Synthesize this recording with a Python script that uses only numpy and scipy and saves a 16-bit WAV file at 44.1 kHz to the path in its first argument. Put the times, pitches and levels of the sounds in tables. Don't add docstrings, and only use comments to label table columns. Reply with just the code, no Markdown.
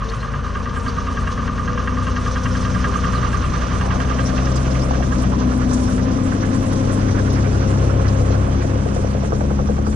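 import sys
import numpy as np
from scipy import signal
from scipy.fft import rfft, irfft, next_fast_len
from scipy.io import wavfile

SR = 44100
rng = np.random.default_rng(int(sys.argv[2]) if len(sys.argv) > 2 else 0)


def unload_wav(signal):
    wavfile.write(
        sys.argv[1],
        SR,
        np.round(np.clip(np.atleast_2d(signal).T, -1, 1) * 32767).astype(np.int16),
    )


N = 438794


def from_db(db):
    return np.exp(np.asarray(db) * (np.log(10) / 20))

def unit_power(x):
    return x / np.sqrt(np.mean(x ** 2) + 1e-20)

def in_time(rows):
    times, *columns = np.transpose(rows)
    return [np.interp(np.arange(N) / SR, times, column) for column in columns]

def in_frequency(rows):
    hz, *columns = np.transpose(rows)
    bins = np.fft.rfftfreq(next_fast_len(N), 1 / SR) + 1e-3
    return [np.interp(np.log(bins), np.log(hz), column) for column in columns]

def filtered(x, gain):
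    size = next_fast_len(N)
    return irfft(rfft(x, size) * gain, size)[..., :N]

def coloured(x, spectrum):
    (low, low_db), (high, high_db) = spectrum[0], spectrum[-1]
    level_db, = in_frequency([(low / 2, low_db - 40), *spectrum, (high * 2, high_db - 40)])
    return unit_power(filtered(x, from_db(level_db)))

def noise():
    return rng.standard_normal((2, N))

def drift(rate_hz):
    pole = np.exp(-80 * np.pi * rate_hz / SR)
    slow = signal.lfilter([1], [1, -2 * pole, pole * pole], rng.standard_normal(N // 40 + 2002))[2000:]
    return np.interp(np.arange(N) / 40, np.arange(len(slow)), unit_power(slow))

def clicks(times, gains):
    marks = np.zeros(N)
    np.add.at(marks, np.clip((times * SR).astype(int), 0, N - 1), gains)
    return marks

def blows(times, gains, decay_s):
    return signal.lfilter([1], [1, -np.exp(-1 / (decay_s * SR))], clicks(times, gains) + 1e-18)

def grains(per_s, spread_db):
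    sizes = from_db(spread_db * np.minimum(rng.exponential(1, (2, N)), 4))
    return unit_power(noise() * sizes * (rng.random((2, N)) < per_s / SR))

def throb(cycles, depth):
    return unit_power(np.exp(depth * np.cos(2 * np.pi * cycles)))

def ring(force, hz, t60):
    pole, angle = from_db(-60 / (t60 * SR)), 2 * np.pi * hz / SR
    return signal.lfilter([0, np.sin(angle)], [1, -2 * pole * np.cos(angle), pole * pole], force + 1e-18)

def struck(times, level_db, modes, scrape, scrape_s, scatter_db):
    force, out = from_db(level_db), 0
    rub = scrape * blows(times, force, scrape_s) * noise() / np.sqrt(scrape_s * SR)
    for k, (hz, mode_db, t60) in enumerate(modes):
        strength = from_db(scatter_db * rng.standard_normal((2, len(times))))
        strength[1] *= rng.choice([-1, 1], len(times))
        knocks = np.array([clicks(times, force * row) for row in strength])
        height = t60 * SR / np.log(1000) / (2 * np.e)
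        out += (-1) ** k * from_db(mode_db) / height * ring(ring(knocks + rub, hz, t60), hz, t60)
    return signal.sosfilt(signal.butter(2, modes[0][0] * .7, "high", fs=SR, output="sos"), out)

def passing(level_db, nearest_s, reach_s, approach_db, leave_db):
    t = np.arange(N) / SR - nearest_s
    return level_db - np.where(t < 0, approach_db, leave_db) * np.log2(np.hypot(1, t / reach_s))

def turning(x, bearing, ahead, alongside):
    return (1 - bearing) * coloured(x, ahead) + bearing * coloured(x, alongside)


# level_db, nearest_s, reach_s, approach_db, leave_db
GROUND_PASS = (-26, 3.5, 2, 4, -0.5)
# frequency_hz, density_db
GROUND_SPECTRUM = [(14, -1), (27, -7), (41, 5), (60, 1), (84, 2), (121, 1), (150, -3), (200, -24)]

def ground_rumble():
    return from_db(passing(*GROUND_PASS)) * coloured(noise(), GROUND_SPECTRUM)

BELT_PASS = (-35, 4.5, 0.83, 11.5, 7)
BELT_SPECTRUM = [(330, -11), (400, -1.5), (520, -2.5), (620, 1.5), (730, -2.5), (850, -15)]

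def belt_swish():
    return from_db(passing(*BELT_PASS)) * coloured(noise(), BELT_SPECTRUM)

# time_s, hiss_db, crunch_db
SNOW_LEVEL = [(0.0, -44, -56), (0.5, -45.5, -56), (0.9, -42, -51.5), (1.95, -42.5, -54), (2.3, -38, -48),
              (4.4, -39, -49), (4.6, -39, -45), (5.45, -42.5, -51), (5.8, -39, -42), (6.0, -43, -47.5),
              (6.95, -41, -47), (9.9, -48, -51)]
HISS_SPECTRUM = [(2500, -17), (3400, 7.5), (4200, 6.5), (4900, 6.5), (5800, 10.5), (6400, 9.5),
                 (7200, -7.5), (8500, -37)]
CRUNCH_SPECTRUM = [(5500, -8), (7000, 12), (8000, 9.5), (9200, 8.5), (10200, 2.5), (11000, -7.5),
                   (12000, -46)]

def snow(hiss_db, crunch_db, crusts_per_s=4.5):
    hiss = coloured(noise() * from_db(2.24 * drift(27)), HISS_SPECTRUM)
    crunch = grains(per_s=19000, spread_db=-3.0) * from_db(2.6 * drift(13))
    crust_s = np.flatnonzero(rng.random(N) < crusts_per_s / SR) / SR
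    crunch *= 1 + blows(crust_s, rng.random(N)[:len(crust_s)], decay_s=0.033)
    return from_db(hiss_db) * hiss + from_db(crunch_db) * coloured(crunch, CRUNCH_SPECTRUM)

# centre_s, level_db, pitch_hz, half_length_s, glide_share_per_s
SQUEAKS = [(.091, -44, 3680, .005, -5), (.101, -40, 4330, .006, 4), (.211, -46, 4200, 0.011, 1),
           (.89, -39, 4520, 0.012, 1), (.92, -53, 5600, .008, 6), (2.32, -42, 5700, .007, -2),
           (2.44, -40.5, 5760, .009, 1), (2.52, -43, 5400, 0.0097, 3), (2.62, -46, 5360, .008, -3),
           (2.645, -42.5, 4600, 0.014, -8), (2.75, -45, 5060, .008, 0), (2.885, -49, 6600, .01, 0),
           (2.972, -40.5, 6270, 0.0091, 3), (3.01, -43, 4300, .008, 7), (3.13, -46.5, 6600, 0.013, 7),
           (3.165, -42.5, 4180, 0.021, -6.5), (3.375, -42, 6240, 0.01, 6), (4.268, -37, 5710, 0.016, 4),
           (4.457, -41, 5500, .008, -1.5), (4.572, -40, 5000, .01, -1), (4.712, -44, 5040, .008, -3),
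           (4.827, -41, 5280, 0.018, 5.5)]

def snow_squeaks(faint_db, gain_db=5.0, faint_per_s=7, low_hz=4130, high_hz=6770, hoarseness=0.25):
    out, t = np.zeros((2, N)), np.arange(-SR // 20, SR // 20) / SR
    at = np.flatnonzero(rng.random(N - len(t)) < faint_per_s / SR) + len(t) // 2
    tone, size, bend = rng.random((len(at), 3)).T
    faint_hz = low_hz + tone * (high_hz - low_hz)
    faint = zip(at / SR, faint_db[at], faint_hz, 0.019 * (.5 + size), 1.7 * (2 * bend - .5))
    for centre_s, level_db, hz, half_length_s, glide in [*SQUEAKS, *faint]:
        pitch_hz = hz * (1 + glide * t + hoarseness * rng.standard_normal((2, len(t))))
        chirp = np.exp(-(t / half_length_s) ** 2) * np.sin(2 * np.pi * np.cumsum(pitch_hz, axis=1) / SR)
        start = max(int((centre_s + t[0]) * SR), 0)
        out[:, start:start + len(t)] += from_db(level_db + gain_db) * chirp
    stutter = unit_power(from_db(1.5 * drift(120)))
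    return out * stutter

# start_s, level_db, pitch_hz, decay_s
CREAKS_AND_CRACKS = [(3.80, -27.5, 835, 0.088), (3.93, -30, 825, 0.036), (4.378, -27, 2420, 0.007),
                     (4.555, -32, 6500, 0.012), (4.646, -31.5, 2460, 0.017), (4.748, -30, 2320, 0.0082),
                     (4.829, -25, 890, 0.0072), (4.908, -17, 754, 0.0055), (5.003, -19.5, 695, 0.0044),
                     (5.213, -39.5, 8400, 0.015), (5.57, -43, 8140, .012), (5.73, -29, 6700, 0.014),
                     (5.83, -42, 7900, .012), (5.895, -43, 8700, 0.0082), (6.62, -46, 10000, .014),
                     (6.723, -42, 8900, .013), (6.916, -37.5, 8050, 0.025), (7.321, -43, 8950, 0.013),
                     (8.078, -33, 4770, 0.0099)]

def creaks_and_cracks(gain_db=-1.5, band_ratio=1.21, rise_share=0.38):
    out, t = np.zeros((2, N)), np.arange(SR // 5) / SR
    for start_s, level_db, hz, decay_s in CREAKS_AND_CRACKS:
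        band = signal.butter(2, [hz / band_ratio, hz * band_ratio], "band", fs=SR, output="sos")
        burst = unit_power(signal.sosfilt(band, rng.standard_normal((2, len(t)))))
        envelope = (1 - np.exp(-t / (rise_share * decay_s))) * np.exp(-(t / decay_s) ** 2 / 2)
        start = int(start_s * SR)
        out[:, start:start + len(t)] += from_db(level_db + gain_db) * burst * envelope
    return out

HULL_PASS = (-25.5, 5.5, 0.97, 2, 1.5)
HULL_AHEAD_SPECTRUM = [(110, -8.5), (150, -5.5), (183, 6.5), (220, -4), (265, 0), (300, -14), (350, -25),
                       (600, -38)]
HULL_NEAR_SPECTRUM = [(110, -20), (156, -11), (186, -3.5), (222, -2.5), (268, -6.5), (306, -3), (350, -35),
                      (600, -41)]
BAY_PASS = (-28.5, 8, 4, 9.5, 41)
BAY_AHEAD_SPECTRUM = [(250, -19), (330, -6), (390, -2.5), (490, -2), (580, -3), (700, -9.5), (850, -11.5),
                      (1100, -32), (2000, -23)]
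BAY_NEAR_SPECTRUM = [(240, -3.5), (320, 8.5), (410, 2.5), (520, 3), (640, -3.5), (780, -8), (1000, -11.5),
                     (2000, -28)]

def shaking(cycles, repeat_share, size=4096):
    patterns = unit_power(irfft(np.exp(2j * np.pi * rng.random((2, size // 2 + 1)))))
    first, second = patterns[:, (cycles * size).astype(int) % size]
    angle = drift(0.69)
    cos, sin = np.cos(angle), np.sin(angle)
    repeating = np.array([first * cos + second * sin, second * cos - first * sin])
    return np.sqrt(repeat_share) * repeating + np.sqrt(1 - repeat_share) * noise()

def hull_panels(cycles, below_cruise_hz, bearing, loss_db_per_hz=1):
    gain = from_db(passing(*HULL_PASS) - loss_db_per_hz * below_cruise_hz)
    panels = shaking(cycles, repeat_share=0.74)
    return gain * turning(panels, bearing, HULL_AHEAD_SPECTRUM, HULL_NEAR_SPECTRUM)

def engine_bay(cycles, firings, bearing):
    panels = shaking(cycles, repeat_share=0.36) * throb(firings, depth=0.095)
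    return from_db(passing(*BAY_PASS)) * turning(panels, bearing, BAY_AHEAD_SPECTRUM, BAY_NEAR_SPECTRUM)

FRONT_GEAR_PASS = (-32.5, 3.5, 1.53, 3.5, 18)
REAR_GEAR_PASS = (-37, 8, 1.5, 1, 9)
GEAR_AHEAD_SPECTRUM = [(600, -33.5), (900, -3.5), (1080, 11.5), (1220, 2.5), (1400, 4), (1650, 2.5),
                       (2100, -7.5), (2500, -8.5), (3000, -6), (3600, -16.5), (5000, -18.5), (8000, -88)]
GEAR_NEAR_SPECTRUM = [(600, -13), (900, 3.5), (1100, 7), (1350, 5.5), (1650, 2), (2100, -1.5), (2600, -2.5),
                      (3100, -4), (3600, -9.5), (5000, -17), (8000, -40)]

def gear_rattle(cycles, firings, bearing):
    beat = throb(cycles - .25, depth=0.13) * throb(firings, depth=0.037)
    rattle = grains(per_s=14000, spread_db=-1.0) * beat * from_db(drift(25))
    gain = np.hypot(from_db(passing(*FRONT_GEAR_PASS)), from_db(passing(*REAR_GEAR_PASS)))
    return gain * turning(rattle, bearing, GEAR_AHEAD_SPECTRUM, GEAR_NEAR_SPECTRUM)

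# start_s, level_db, pitch_hz
CLANKS = [(5.316, -31.5, 1210), (5.406, -34, 1190), (5.508, -32, 1390), (5.606, -32.5, 1450),
          (5.708, -32, 1350), (5.881, -36.5, 1500), (5.974, -34, 1550), (6.166, -40.5, 1210),
          (6.313, -32, 1530), (6.42, -32.5, 1700), (6.535, -40, 1890), (6.721, -43, 1460),
          (6.893, -35, 1600), (7.08, -34.5, 1880), (7.14, -33, 1500), (7.172, -31, 1600),
          (7.262, -35.5, 1500), (7.355, -33.5, 1780), (7.44, -36, 1980), (7.536, -35, 1400),
          (7.625, -35, 1300), (7.721, -36, 1400), (7.892, -35, 1400), (7.987, -33, 1130), (8.04, -37, 1630),
          (8.336, -34, 1300), (8.608, -37, 1920)]
# pitch_ratio, level_db
CLANK_MODES = [(.74, 1), (1.0, 1), (1.24, -6)]

def gear_clanks(gain_db=-8.5, swell_s=0.01, t60=0.012):
    out, t = np.zeros((2, N)), np.arange(SR // 8) / SR
    for start_s, level_db, hz in CLANKS:
        chatter = np.gradient(rng.standard_normal((2, len(t))) * t * np.exp(-t / swell_s), axis=1)
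        steel = sum((-1) ** k * from_db(mode_db) * ring(chatter, hz * ratio, t60)
                    for k, (ratio, mode_db) in enumerate(CLANK_MODES))
        clank = np.array([unit_power(share) for share in steel])
        start = int(start_s * SR)
        out[:, start:start + len(t)] += from_db(level_db + gain_db) * clank
    return out

# start_s, thud_db, clack_db
SLAPS = [(7.46, -25.5, -36), (7.836, -26, -41), (7.936, -22, -36), (8.004, -25, -34), (8.206, -24, -38),
         (8.301, -22.5, -39), (8.35, -23, -37), (8.481, -22.5, -38), (8.645, -26, -43), (8.753, -24.5, -40),
         (8.858, -21, -35), (8.961, -18.5, -43), (9.042, -21.5, -32), (9.146, -21, -37), (9.232, -21, -35),
         (9.325, -20.5, -24), (9.41, -19.5, -28.5), (9.507, -21.5, -29), (9.594, -23, -28),
         (9.692, -20, -29), (9.785, -23, -31.5), (9.87, -25.5, -28.5)]
# pitch_hz, level_db, t60_s
BELT_MODES = [(324.5, -6.5, 0.04), (415, -6, 0.042), (493, -3.5, 0.03), (576, -9.5, 0.027),
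              (695, -9, 0.024)]
WHEEL_MODES = [(804, -1.5, 0.012), (1120, -10, 0.017), (1306, -7, 0.01), (1580, -11.5, 0.013)]

def track_slaps(lead_s=0.0041, bounce_s=0.024, bounce_db=-10.0):
    start_s, thud_db, clack_db = np.transpose(SLAPS)
    landing_s = np.r_[start_s, start_s + bounce_s]
    landing_db = np.r_[thud_db, thud_db + bounce_db] + 0.5
    thuds = struck(landing_s, landing_db, BELT_MODES, scrape=0.88, scrape_s=0.01, scatter_db=2.5)
    clacks = struck(start_s - lead_s, clack_db + 1, WHEEL_MODES, scrape=1.44, scrape_s=0.018, scatter_db=3.5)
    return thuds + clacks

# time_s, level_db
CLATTER_LEVEL = [(0, -25.5), (.75, -18.5), (1.15, -20.5), (1.5, -18), (2.7, -22), (3.05, -16.5), (3.5, -21),
                 (4.3, -26), (4.7, -29), (5.2, -32), (6, -39), (9.95, -43)]
# place_in_cycle, level_db
CYLINDERS = [(.015, -5.5), (.182, 0.5), (.365, -10.5), (.527, -4), (.71, -13.5), (.875, -22)]
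# pitch_hz, level_db, t60_s
BLOCK_MODES = [(1130, -14.5, 0.013), (1201, 0, 0.027)]

def combustion_clatter(cycles, uneven_db=0.3, jitter_s=0.00056):
    place, cylinder_db = np.transpose(CYLINDERS)
    whole_cycles = np.arange(int(cycles[-1]))
    at = np.minimum(np.searchsorted(cycles, whole_cycles[:, None] + place), N - 1)
    level_db = in_time(CLATTER_LEVEL)[0][at] + cylinder_db + uneven_db * rng.standard_normal(at.shape)
    times = at / SR + jitter_s * rng.standard_normal(at.shape)
    return struck(times.ravel(), level_db.ravel(), BLOCK_MODES, scrape=0.14, scrape_s=0.0034, scatter_db=2.1)

# start_s, level_db
KNOCKS = [(.115, -31.5), (.226, -32), (.336, -32), (0.447, -41), (0.55, -31.5), (0.656, -29), (0.76, -30),
          (.862, -29.5), (.965, -34), (1.067, -33), (1.17, -29), (1.272, -27), (1.376, -30), (1.476, -27),
          (1.579, -29.5), (1.676, -28.5), (1.775, -27.5), (1.873, -24), (1.97, -31.5), (2.067, -28.5),
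          (2.162, -25.5), (2.259, -28), (2.358, -26), (2.456, -23), (2.551, -26), (2.649, -29),
          (2.744, -30), (2.842, -24.5), (2.937, -31), (3.04, -27), (3.132, -29), (3.229, -30), (3.328, -30),
          (3.424, -37), (3.616, -33), (3.712, -44), (3.81, -25.5), (3.903, -26), (4.001, -26.5),
          (4.095, -28), (4.187, -25), (4.285, -39), (4.377, -33), (4.468, -32), (4.654, -41), (4.749, -39),
          (4.938, -32.5), (5.024, -30.5), (5.12, -32), (5.236, -32.5)]
# pitch_hz, level_db, t60_s
KNOCK_MODES = [(1113, -1, 0.015), (1272, -8, 0.029), (1490, -15, 0.011), (1612, 0, 0.023),
               (1890, -3.5, 0.015), (2290, -11.5, 0.0093), (2786, -10, 0.02), (3180, -10, .013)]

def cylinder_knock(rebound_s=0.0055):
    start_s, level_db = np.transpose(KNOCKS)
    blow = struck(start_s, level_db - 1.2, KNOCK_MODES, scrape=1, scrape_s=0.0079, scatter_db=1.8)
    rebound = struck(start_s + rebound_s, level_db - 3, KNOCK_MODES, scrape=1, scrape_s=.008, scatter_db=-2)
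    return blow + rebound

# time_s, order_16_db, order_32_db
WHINE_LEVELS = [(0, -66, -68), (.4, -57, -61), (.7, -40, -48), (1.05, -47, -45), (1.4, -54, -58),
                (1.7, -38.5, -59), (2.2, -43, -60), (3.2, -42.5, -64), (3.7, -50, -59), (4.75, -36.5, -51),
                (5.4, -48, -45.5), (6.9, -37, -47), (7.5, -47.5, -59), (7.9, -34.5, -46), (8.6, -43.5, -49),
                (9.95, -53, -58)]

def engine_whine(bank_firings, flutter_db=3.0, wander_rad=1.07):
    direct = np.zeros(N)
    for order, level_db in zip((16, 32), in_time(WHINE_LEVELS)):
        gain = from_db(level_db + flutter_db * drift(10.6))
        direct += gain * np.cos(2 * np.pi * order * bank_firings + wander_rad * drift(4.2))
    return np.sqrt(2) * direct * [[1], [0]]

# time_s, level_db
ORDER_2 = [(0.0, -28.5), (5.05, -20.5), (6.1, -24.5), (6.5, -44), (7.3, -23), (8.45, -20), (8.95, -24),
           (9.9, -21.5)]
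ORDER_3 = [(0.0, -44), (0.4, -31.5), (2.05, -27), (4.05, -29.5), (4.75, -37), (6.65, -21.5), (8.1, -18),
           (9.9, -34.5)]
ORDER_4 = [(0.0, -37), (1.4, -43), (2.55, -31.5), (3.65, -28.5), (4.65, -22.5), (6.25, -31), (7.9, -24),
           (9.9, -29)]
ORDER_8 = [(0, -41), (.45, -41), (.7, -39), (1.5, -34), (2, -31), (3, -32.5), (3.5, -39), (4.2, -30.5),
           (4.95, -31.5), (5.3, -26.5), (5.75, -22), (6.45, -28), (6.9, -25), (7.65, -33), (8.2, -30.5),
           (9.95, -45.5)]
# time_s, order_6_db, order_7_db, order_9_db
ORDERS_6_7_9 = [(0, -54, -54, -50), (.85, -46, -46, -35.5), (1.7, -47, -38, -45), (2.6, -32, -42, -43),
                (4.8, -30, -42, -46), (5.35, -26.5, -31, -33), (6, -28.5, -30, -39), (7.4, -28, -33, -46),
                (8.2, -29, -47, -45), (9.7, -24.5, -46, -45)]
# order, level_db, loss_db_per_hz, waver_db
WEAK_ORDERS = [(1, -51, 9, 6), (5, -41.5, 0, 5), (10, -48.5, 5, 4.5), (13, -53, 1, 5), (17, -50, -0.5, 4.5)]
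# cycle_multiple, level_db, loudest_s, reach_s
CYCLE_NOTES = [(25, -30, 6.17, 0.31), (28, -37.5, 6.8, .55), (38, -37, 7.24, .35), (50, -45, 2.7, 0.69)]

def engine_drone(bank_firings, below_cruise_hz, gain_db=0.2, waver_db_per_octave=1.07, smear_rad=1.0):
    tables = (ORDER_2, ORDER_3, ORDER_4, ORDER_8, ORDERS_6_7_9)
    levels = [level for table in tables for level in in_time(table)]
    phase = 2 * np.pi * (bank_firings + 0.00072 * drift(2.8))
    direct = np.zeros(N)
    for order, level_db in zip((2, 3, 4, 8, 6, 7, 9), levels):
        waver_db = waver_db_per_octave * np.log2(order / 2) * drift(8.5)
        silencer_lag = smear_rad * order ** 2
        direct -= from_db(level_db + gain_db + waver_db) * np.cos(order * phase - silencer_lag)
    for order, level_db, loss_db_per_hz, waver_db in WEAK_ORDERS:
        gain = from_db(level_db - loss_db_per_hz * below_cruise_hz + waver_db * drift(4.9))
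        direct += gain * np.cos(order * phase + 2 * np.pi * rng.random())
    for multiple, level_db, loudest_s, reach_s in CYCLE_NOTES:
        swell = from_db(level_db) * np.exp(-((np.arange(N) / SR - loudest_s) / reach_s) ** 2)
        direct += swell * np.cos(multiple * phase / CYLINDERS_PER_BANK + 2 * np.pi * rng.random())
    return np.sqrt(2) * direct * [[1], [0]]

# frequency_hz, left_minus_right_db, likeness
PORTS_AHEAD = [(60, 1, 0.74), (240, 4.5, 0.94), (523, 9, 0.77), (800, 0.5, 0.2), (1200, -2.5, 0.73),
               (1800, 1, 1), (3030, -0.5, 1), (6160, 3.5, 1), (9000, -6.5, .15)]
PORTS_ALONGSIDE = [(60, 0.4, 0.92), (240, 6, 0.89), (520, 5.5, 0.37), (800, -1.5, -0.59),
                   (1200, -11.5, -0.75), (1800, -9, -0.3), (3000, -6, 0.31), (5800, 1, -0.63),
                   (9000, -7.5, -0.4)]
# frequency_hz, lead_share
PORT_LEAD = [(60, 0.11), (120, 0.57), (240, -.05), (380, -.48), (520, -.75), (800, -.7), (1200, -0.38),
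             (1800, -.15), (5000, -.27), (9000, .1)]

def side_signal(sound, ports):
    balance_db, likeness = in_frequency(ports)
    balance, likeness = from_db(balance_db), np.clip(likeness, -.99, .99)
    lead, = in_frequency(PORT_LEAD)
    unlikeness = 2 * np.sqrt(1 - likeness ** 2)
    direct = balance - 1 / balance + 1j * lead * unlikeness
    scattered = np.sqrt(1 - lead ** 2) * unlikeness
    gains = np.array([direct, scattered]) / (balance + 1 / balance + 2 * likeness)
    return filtered(sound, gains).sum(axis=0)

# time_s, bank_firing_hz
ENGINE_SPEED = [(0.0, 26.21), (0.62, 28.74), (1.0, 29.46), (1.3, 29.02), (1.95, 31.19), (2.3, 30.8),
                (2.6, 31.02), (3.65, 30.97), (4.15, 31.99), (4.85, 32.65), (5.3, 31.52), (5.85, 31.75),
                (6.2, 32.46), (6.9, 33.13), (9.1, 33.63), (9.6, 34.29), (9.95, 35.41)]
CYLINDERS_PER_BANK, CRUISE_HZ = 3, 32.2
# time_s, bearing (0 ahead, 1 alongside)
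BEARING = [(0, 0.037), (1.8, 0.047), (3.0, 0.26), (4.0, 0.48), (5.2, 0.73), (9.95, 0.93)]

def scene():
    bank_hz, = in_time(ENGINE_SPEED)
    below_cruise_hz = np.maximum(CRUISE_HZ - bank_hz, 0)
    bank_firings = np.cumsum(bank_hz) / SR
    cycles, firings = bank_firings / CYLINDERS_PER_BANK, 2 * bank_firings
    bearing, = in_time(BEARING)
    hiss_db, crunch_db = in_time(SNOW_LEVEL)

    sound = engine_drone(bank_firings, below_cruise_hz) + engine_whine(bank_firings)
    sound += ground_rumble()
    sound += hull_panels(cycles, below_cruise_hz, bearing) + engine_bay(cycles, firings, bearing)
    sound += belt_swish() + gear_rattle(cycles, firings, bearing)
    sound += snow(hiss_db - 4, crunch_db - 5)
    sound += combustion_clatter(cycles) + cylinder_knock()
    sound += track_slaps() + gear_clanks()
    sound += creaks_and_cracks() + snow_squeaks(faint_db=crunch_db - 4)
    side = (1 - bearing) * side_signal(sound, PORTS_AHEAD) + bearing * side_signal(sound, PORTS_ALONGSIDE)
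    return np.array([sound[0] + side, sound[0] - side])

def record(dry):
    return signal.sosfilt(signal.ellip(10, .2, 80, 11600, fs=SR, output="sos"), dry)


dry = scene()
out = record(dry)
unload_wav(out)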